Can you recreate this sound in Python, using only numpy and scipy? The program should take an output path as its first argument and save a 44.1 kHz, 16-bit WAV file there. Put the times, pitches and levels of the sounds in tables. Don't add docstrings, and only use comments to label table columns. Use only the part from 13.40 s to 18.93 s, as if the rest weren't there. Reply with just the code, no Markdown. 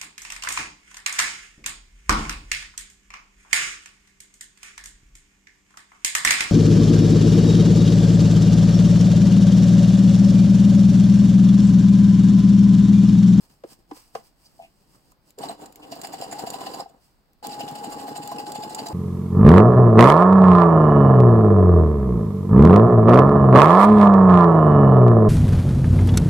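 import sys
import numpy as np
from scipy import signal
from scipy.fft import rfft, irfft, next_fast_len
from scipy.io import wavfile
from scipy.ndimage import uniform_filter1d

SR = 44100
rng = np.random.default_rng(int(sys.argv[2]) if len(sys.argv) > 2 else 0)


def to_wav(s):
    ch = np.atleast_2d(s).T
    pcm = np.round(np.clip(ch, -1, 1) * 32767)
    wavfile.write(sys.argv[1], SR, pcm.astype(np.int16))


N = 243873
T = np.arange(N) / SR
FREQS = np.fft.rfftfreq(N, 1 / SR)

# (frequency [Hz], level [dB])
ROOM_NOISE = [(12, -50), (20, 5.5), (52, 5), (91, -5.5), (172, -2.5), (472, -11.5), (738, -11.5),
              (1570, -18), (3340, -26), (4810, -22), (6180, -38), (8180, -49), (9950, -43), (14700, -27),
              (16000, -30)]
# (frequency [Hz], level [dB])
TAIL_COLOUR = [(300, -6.5), (2000, 2.0), (12000, -10.0)]
ROOM_T60_S, ROOM_DB, FLOOR_DB = 0.17, -8.5, -64
# (frequency [Hz], level difference [dB])
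BALANCE = [(200, 2), (420, -1.5), (810, 3), (1050, -6.5), (1540, 1.5), (3000, 0), (4100, -3), (6200, -1),
           (7200, -3.5), (8300, -13), (9300, 3), (10000, 7.5), (12200, 6), (15500, 1.5)]
# (frequency [Hz], correlation [-1 to 1])
LIKENESS = [(30, 0.16), (80, 0.33), (150, 0.94), (850, 0.45), (1150, 0.1), (4000, 0.033), (4700, 0.43),
            (5500, 0.034), (7200, 1), (9300, 0.26), (10000, 0.062), (13000, 0.41)]
# (frequency [Hz], phase [rad])
LEAD = [(100, .03), (300, .4), (600, .9), (1000, 1.0), (1450, 2.9), (3700, 2.9), (4400, 4.5), (5300, 4.3),
        (5900, 6.28), (15000, 6.2)]
CUTOFF_HZ = 15800

# (peak time [s], swish level [dB], rub level [dB], rise [s], fall [s])
SLIDES = [(.05, -63, -62, 0.054, 0.022), (.11, -64.5, -60, 0.018, 0.045),
          (0.335, -54, -52.5, 0.053, 0.0097), (.405, -73, -56, 0.036, 0.02), (.51, -68, -51, 0.021, .01),
          (.57, -54, -58, 0.031, 0.07), (0.757, -55, -47.5, 0.014, 0.039), (.87, -64.5, -67, 0.031, 0.019),
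          (1.056, -65, -71, 0.062, 0.038), (1.24, -67, -58, .12, .05), (1.42, -73.5, -62.5, 0.068, 0.058),
          (1.56, -66.5, -56, 0.065, 0.017), (1.72, -70, -62.5, 0.11, 0.0083),
          (1.9, -65.5, -58, 0.041, 0.011), (3.65, -68, -83, 0.046, 0.059)]
# (frequency [Hz], level [dB])
SWISH = [(400, -8), (900, 9.5), (1400, 0), (2200, -2.5), (2800, 3), (3700, -4), (4900, 8.5), (6100, -0.5),
         (7200, -0.5), (8300, 3.5), (9500, -1.5), (12000, -4), (13500, -1.5), (16000, -3.5)]
# (frequency [Hz], level [dB])
RUB = [(60, -4), (125, 15.5), (200, 12), (320, 11), (520, 3), (780, 1), (1400, -30), (3000, -48.5)]
WHISPER_DB, RESTING_RUB_DB = -81.5, -81

# (time [s], peak level [dB], push pitch [Hz], spread [octaves], crack level [dB])
KNOCKS = [(.102, -49, 170, 0.46, -68), (0.2371, -31, 588, 0.22, -53), (0.246, -33.5, 363, 0.099, -81),
          (0.5111, -32, 840, 0.19, -54), (0.5133, -31, 334, 0.33, -54.5), (0.567, -47.5, 650, 0.7, -58),
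          (0.7513, -25, 650, 0.26, -39), (.7555, -33, 480, 0.15, -68), (1.719, -55, 875, 0.33, -79),
          (1.98, -37, 410, 0.22, -75), (1.99, -33, 446, 0.24, -56), (3.034, -35, 462, 0.1, -75),
          (4.027, -58, 666, 0.3, -64), (4.916, -31, 980, .1, -64), (5.389, -26, 724.7, 0.18, -60)]
# (frequency [Hz], level [dB])
KNOCK_CRACK = [(400, 7), (1000, 22), (1450, 15.5), (2300, 7.5), (2800, 10.0), (3800, 4.5), (5000, 7.0),
               (7000, -5.0), (16000, -14)]
# (frequency [Hz], level [dB], decay by 60 dB [s])
HOUSING = [(154, 16, 0.016), (158, 3.5, 0.12), (256, 3, 0.041), (298.4, 2.5, 0.079), (352, -3, 0.033),
           (454, 4, 0.062), (542, -1.5, 0.039), (685.6, -5, 0.044), (773.5, 1, 0.025), (908, -1, 0.018),
           (1013, 2.5, 0.042), (1144, -4, 0.096), (1250, 11, 0.024), (1620, 2, 0.11)]
BASS_EDGE_HZ = 140

# (middle time [s], level [dB], length [s], ring pitch [Hz])
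DRAGS = [(1.064, -54, 0.012, 4860), (1.237, -56, 0.024, 2620), (1.55, -60, 0.012, 1170),
         (2.437, -48.5, 0.013, 2800)]

CHATTER_S, CHATTER_DB, CHATTER_HZ, CHATTER_GAP_S = 1.196, -35, 708, 0.012
CHATTER_LOSS_DB = 5.5

# (time [s], crack level [dB], ping level [dB])
TICKS = [(1.718, -52, -58), (1.905, -46, -53), (1.986, -34.5, -35), (2.258, -55, -37.5),
         (2.324, -40.5, -51), (2.358, -35, -49), (2.555, -39, -49), (2.615, -38, -31), (2.671, -33.5, -36),
         (3.102, -32, -27.5), (3.496, -62, -57), (3.932, -53, -74), (4.069, -28, -36), (4.311, -34, -56),
         (4.776, -35, -39), (4.875, -32, -33), (5.119, -33, -30), (5.347, -39, -25), (5.484, -41, -33)]
# (frequency [Hz], level [dB])
TICK_CRACK = [(1500, -7), (4500, -1.0), (7000, -2.5), (9500, -2), (14000, 1.5), (16000, 0.5)]
TICK_PING = [(3000, -13.5), (4800, -2), (6000, -16), (7250, 5), (7700, -1), (8200, -6), (9500, -17),
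             (14000, -15.5)]

# (time [s], gear mesh pitch [Hz], load level [dB])
SPEED = [
    [(1.975, 201, -7), (1.99, 738.5, 1.5), (2.05, 900, 0), (2.11, 850.5, 3.5), (2.16, 291.7, -3),
     (2.23, 302.6, 8), (2.29, 258.7, -1.5), (2.38, 303.7, -0.5), (2.51, 300, 4.5), (2.56, 520.3, 0),
     (2.75, 760.3, 1), (2.92, 764.6, -1.5), (2.985, 875, 2.5), (3.06, 972, -1), (3.2, 1011, 1),
     (3.41, 1042, -1.5), (3.46, 230, -5.5), (3.6, 40.3, -1.5)],
    [(4.027, 839, -1.5), (4.1, 827.5, -0.5), (4.6, 829.2, 1.5), (5.05, 829, -0.5), (5.25, 849.7, -0.5),
     (5.54, 854, 1)],
]
STEADY_SPEED_HZ = 830
# (multiple of rotor speed [-], level [dB])
ORDERS = [(4, -15.5), (11, -35), (12, 0.5), (13, -52), (24, -22)]
TEETH = 12
# (mesh pitch [Hz], whine level [dB])
WHINE = [(200, -96), (300, -57.5), (500, -62), (720, -66), (780, -41), (835, -38.5), (900, -47),
         (1000, -49.5)]
WHINE_FLUTTER_DB = 2.4

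RUMBLE_DB, RUMBLE_POWER = -42, 0.99
WHIRR_DB, WHIRR_POWER, WHIRR_FLUTTER_DB = -54.5, 1.24, 3
# (frequency [Hz], level [dB])
RUMBLE = [(50, -30), (100, -12.5), (135, -5), (180, -0.5), (225, -1.5), (280, 4.5), (360, -1), (462, 4),
          (580, -3), (740, 4.5), (860, 1), (1030, -5), (1350, -12), (2600, -30.5)]
# (frequency [Hz], width [Hz], level [dB])
STEEL = [(1530, 140, -0.5), (1860, 770, 0.5), (2863, 330, 7), (3510, 140, 1.5), (4006, 115, 7),
         (4433, 315, 4.5), (4766, 270, 7.5), (5060, 460, -15), (7065, 344, 6), (7960, 110, 0.5),
         (10700, 370, -61), (10800, 430, -27), (13150, 1100, -15.5), (14300, 740, -11)]

# (time [s], rasp level [dB], clack level [dB])
STROKES = [(2.034, -34.5, -30.5), (2.093, -40.5, -31), (2.215, -50, -52), (2.25, -71, -59),
           (2.521, -37.5, -35), (2.56, -48, -45), (2.644, -35.5, -34.5), (2.736, -35.5, -33),
           (2.819, -36, -31.5), (2.841, -44.5, -38.5), (2.924, -36.5, -31.5), (2.992, -34, -34),
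           (3.07, -36.5, -31.5), (3.14, -36.5, -32.5), (3.212, -36.5, -35.5), (3.266, -37.5, -33.5),
           (3.341, -37, -36), (3.397, -41, -31.5), (3.458, -81, -41.5), (3.495, -63, -55)]
# (time [s], peak level [dB])
THUDS = [(2.088, -37), (2.224, -37), (2.52, -32.5), (2.926, -34)]
# (place [stitches], rasp level [dB], clack level [dB])
CYCLE_STROKES = [(.19, -36.5, -37.5), (1.11, -40, -43), (1.44, -45.5, -48), (2.18, -36.5, -34)]
# (place [stitches], peak level [dB])
CYCLE_THUDS = [(.66, -29), (1.2, -36), (1.6, -40), (2.2, -36.5), (2.6, -26.5)]
CYCLE_START_S, CYCLE_STITCHES, TURNS_PER_STITCH = 4.03, 3, 5.48
RASP_LAG_S, RASP_RISE_S, RASP_FALL_S = 0.003, 0.01, 0.015
CLACK_HZ, CLACK_SCATTER_DB, CLACK_RISE_S = 733, 5, .009
CLINK_SPREAD_S, THUD_SCATTER_DB = .006, 3


def from_db(db):
    return 10 ** (np.asarray(db) / 20)


def rms_one(x):
    return x / np.sqrt(np.mean(x ** 2) + 1e-20)


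def at_hz(points, hz=FREQS):
    f, value = np.transpose(points)
    return np.interp(np.log(hz + 1e-3), np.log(f), value)


def shape(x, gain):
    size = next_fast_len(N + 4096)
    size_gain = np.interp(np.fft.rfftfreq(size, 1 / SR), FREQS, gain)
    return irfft(rfft(x, size) * size_gain, size)[..., :N]


def coloured(x, spectrum):
    return rms_one(shape(x, from_db(at_hz(spectrum))))


def drift(rate_hz):
    step, settle = 40, 2000
    r = np.exp(-2 * np.pi * rate_hz * step / SR)
    noise = rng.standard_normal(N // step + settle + 2)
    slow = signal.lfilter([1], [1, -2 * r, r * r], noise)[settle:]
    return np.interp(np.arange(N) / step, np.arange(len(slow)), rms_one(slow))


def widen(mid, side):
    alike = np.clip(at_hz(LIKENESS), -1, 1)
    shared = shape(mid, np.sqrt((1 + alike) / 2))
    opposed = shape(side, np.sqrt((1 - alike) / 2))
    return shared + opposed * [[1], [-1]]


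def grains(spread_db):
    hold = 16
    luck = np.repeat(rng.standard_normal(N // hold + 1), hold)[:N]
    return rms_one(widen(*(rng.standard_normal((2, N)) * from_db(spread_db * luck))))


def add(out, s, sound):
    start = min(max(round(s * SR), 0), N)
    out[start:start + len(sound)] += sound[:N - start]


def swells(rows):
    total = 0
    for s, db, rise_s, fall_s in rows:
        fade = np.where(T < s, ((T - s) / rise_s) ** 2, (T - s) / fall_s)
        total = total + from_db(db) * np.exp(-np.minimum(fade, 20))
    return total


def snaps(rows, decay_s, rise_s):
    t, out = T[:SR // 20], np.zeros(N)
    for s, db in rows:
        add(out, s, from_db(db) * np.exp(-t / decay_s) * (1 - np.exp(-t / rise_s)))
    return out


def blows(rows, scatter_db, rise_s):
    hz, mode_db, t60 = np.transpose(HOUSING)
    t, out = T[:SR // 8], np.zeros(N)
    signs = (-1.) ** np.arange(len(hz))
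    decays = from_db(-60 * t / t60[:, None])
    modes = signs[:, None] * np.exp(2j * np.pi * hz[:, None] * t) * decays
    scatter = rng.standard_normal((len(rows), len(hz)))
    for (s, db, push_hz, octaves), luck in zip(rows, scatter):
        reach = (1 + (np.log2(hz / push_hz) / octaves) ** 2 / 2) ** -2
        strengths = from_db(mode_db + scatter_db * luck) * reach
        ring = strengths @ modes * (1 - np.exp(-t / rise_s))
        loudest = np.sqrt(uniform_filter1d(np.abs(ring) ** 2, SR // 150).max())
        add(out, s, from_db(db) * ring.imag / loudest)
    high_pass = signal.butter(3, BASS_EDGE_HZ, "high", fs=SR, output="sos")
    return signal.sosfilt(high_pass, out + 1e-18)


def room_noise():
    return from_db(FLOOR_DB) * coloured(widen(*rng.standard_normal((2, N))), ROOM_NOISE)


def cloth_slides():
    sliding = swells([(s, db, rise, fall) for s, db, _, rise, fall in SLIDES])
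    pressing = swells([(s, db, rise, fall) for s, _, db, rise, fall in SLIDES])
    swish = (from_db(WHISPER_DB) + sliding) * coloured(grains(spread_db=3.0), SWISH)
    rub = (from_db(RESTING_RUB_DB) + pressing) * coloured(grains(spread_db=5.5), RUB)
    return from_db(2.5) * swish + from_db(-5.0) * rub


def room(x):
    t = T[:SR // 3]
    tail = rng.standard_normal((2, len(t))) * from_db(-60 * t / ROOM_T60_S)
    tail *= t > .004
    tail /= np.linalg.norm(tail, axis=1, keepdims=True)
    echoes = signal.oaconvolve(x, tail, axes=1)[:, :N]
    return shape(echoes, from_db(ROOM_DB + at_hz(TAIL_COLOUR)))


def housing_knocks():
    knocks = blows([row[:4] for row in KNOCKS], scatter_db=2.0, rise_s=.0004)
    cracks = snaps([(row[0], row[4]) for row in KNOCKS], decay_s=0.0066, rise_s=0.000062)
    bright = coloured(grains(spread_db=0.5), KNOCK_CRACK)
    return from_db(.5) * knocks + from_db(8.0) * cracks * bright


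def drags():
    out = 0
    for s, db, length_s, hz in DRAGS:
        band = signal.lfilter(*signal.iirpeak(hz, 9.0, fs=SR), rng.standard_normal(N))
        out = out + from_db(db) * np.exp(-((T - s) / length_s) ** 2) * rms_one(band)
    return out


def chatter(count=5):
    touches = [(CHATTER_S - .006, CHATTER_DB - 7, CHATTER_HZ, .16)]
    for k in range(count):
        db = CHATTER_DB - CHATTER_LOSS_DB * np.sqrt(k)
        touches.append((CHATTER_S + k * CHATTER_GAP_S, db, CHATTER_HZ, .16))
    return blows(touches, scatter_db=2.0, rise_s=.004)


def ticks():
    cracks = snaps([(s, db) for s, db, _ in TICKS], decay_s=0.0018, rise_s=0.00041)
    pings = snaps([(s, db) for s, _, db in TICKS], decay_s=0.0044, rise_s=0.00069)
    crack = coloured(grains(spread_db=4.0), TICK_CRACK)
    ping = coloured(grains(spread_db=2.0), TICK_PING)
    return from_db(2.0) * cracks * crack + pings * ping


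def motor(speed_hz):
    mesh_hz = speed_hz * (1 + 0.00393 * drift(28.9))
    turns = np.cumsum(mesh_hz) / SR / TEETH
    lines = 0
    for order, db in ORDERS:
        level = from_db(db + WHINE_FLUTTER_DB * drift(30))
        lines = lines + level * np.sin(2 * np.pi * order * turns)
    strength = from_db(at_hz(WHINE, speed_hz)) * (speed_hz > 0)
    return np.sqrt(2) * strength * lines, turns


def steel(x, direct_db, shift_db):
    out = from_db(direct_db) * x
    power = from_db(2 * direct_db)
    for hz, width_hz, db in STEEL:
        r = np.exp(-np.pi * width_hz / SR)
        pushed = x * from_db(db + shift_db * drift(18.2))
        zeros = [(1 - r * r) / 2, 0, (r * r - 1) / 2]
        poles = [1, -2 * r * np.cos(2 * np.pi * hz / SR), r * r]
        out = out + signal.lfilter(zeros, poles, pushed + 1e-18)
        power = power + from_db(2 * db) * (1 - r)
    return out / np.sqrt(power)


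def drive(speed, load_db, turns):
    throb = from_db(load_db + 1.3 * np.sin(2 * np.pi * turns))
    rumble_level = speed ** RUMBLE_POWER * from_db(RUMBLE_DB + 2.2 * drift(25))
    rumble = rumble_level * coloured(grains(spread_db=4.0), RUMBLE)
    whirr_level = speed ** WHIRR_POWER * from_db(WHIRR_DB + WHIRR_FLUTTER_DB * drift(54))
    whirr = steel(whirr_level * grains(spread_db=1.0), direct_db=-25, shift_db=2.0)
    return throb * (rumble + whirr)


def looped(rows, turns):
    stitch = (turns - np.interp(CYCLE_START_S, T, turns)) / TURNS_PER_STITCH
    events = []
    for first in range(0, int(stitch[-1]) + 1, CYCLE_STITCHES):
        for place, *levels in rows:
            if first + place < stitch[-1]:
                events.append((np.interp(first + place, stitch, T), *levels))
    return events


def clinks(strokes, decay_s, count=3, size=7):
    t, out = T[:SR // 30], np.zeros((2, N))
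    for s, db, _ in strokes:
        for late, luck in rng.standard_normal((count, 2)):
            hz = rng.uniform(2400, 15000, (size, 1))
            partials = np.sin(2 * np.pi * hz * t) * np.exp(-t / decay_s)
            strengths = rng.standard_normal(size) + .5 * rng.standard_normal((2, size))
            for side, sound in zip(out, strengths @ partials / np.sqrt(size)):
                add(side, s + CLINK_SPREAD_S * late, from_db(db + 2 * luck) * sound)
    return out


def needle_rasps(strokes):
    rubbing = swells([(s + RASP_LAG_S, db, RASP_RISE_S, RASP_FALL_S) for s, db, _ in strokes])
    catching = from_db(-6.5 + 0.72 * drift(124))
    contacts = rubbing * catching * grains(spread_db=2.0)
    contacts = contacts + from_db(-6.5) * clinks(strokes, decay_s=0.0058)
    return steel(contacts, direct_db=-11.5, shift_db=4.0)


def needle_bar_clacks(strokes):
    rows = [(s, db, CLACK_HZ, .22) for s, _, db in strokes]
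    return from_db(6.0) * blows(rows, CLACK_SCATTER_DB, CLACK_RISE_S)


def needle_bar_thuds(jumps):
    touches = [(s - .009, db, 235, .6) for s, db in jumps]
    landings = [(s, db, 255, .55) for s, db in jumps]
    touch = from_db(-7.0) * blows(touches, THUD_SCATTER_DB, rise_s=0.0069)
    return touch + from_db(-2.46) * blows(landings, THUD_SCATTER_DB, rise_s=0.00048)


def stitches(turns):
    strokes = STROKES + looped(CYCLE_STROKES, turns)
    jumps = THUDS + looped(CYCLE_THUDS, turns)
    return needle_rasps(strokes) + needle_bar_clacks(strokes) + needle_bar_thuds(jumps)


def scene():
    spells = [np.transpose(spell) for spell in SPEED]
    speed_hz = sum(np.interp(T, s, hz, left=0, right=0) for s, hz, _ in spells)
    load_db = sum(np.interp(T, s, db, left=0, right=0) for s, _, db in spells)
    whine, turns = motor(speed_hz)
    machine = cloth_slides() + housing_knocks() + drags() + chatter() + ticks()
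    machine = machine + drive(speed_hz / STEADY_SPEED_HZ, load_db, turns) + stitches(turns)
    machine = machine + room(machine) + whine
    lean_db = at_hz(BALANCE) / 2
    left = shape(machine[0], from_db(lean_db))
    right = shape(machine[1], from_db(-lean_db) * np.exp(-1j * at_hz(LEAD)))
    return np.array([left, right]) + room_noise()


def record(dry):
    low_pass = signal.ellip(10, .2, 70, CUTOFF_HZ, fs=SR, output="sos")
    return signal.sosfilt(low_pass, dry)


dry = scene()
out = record(dry)
to_wav(out)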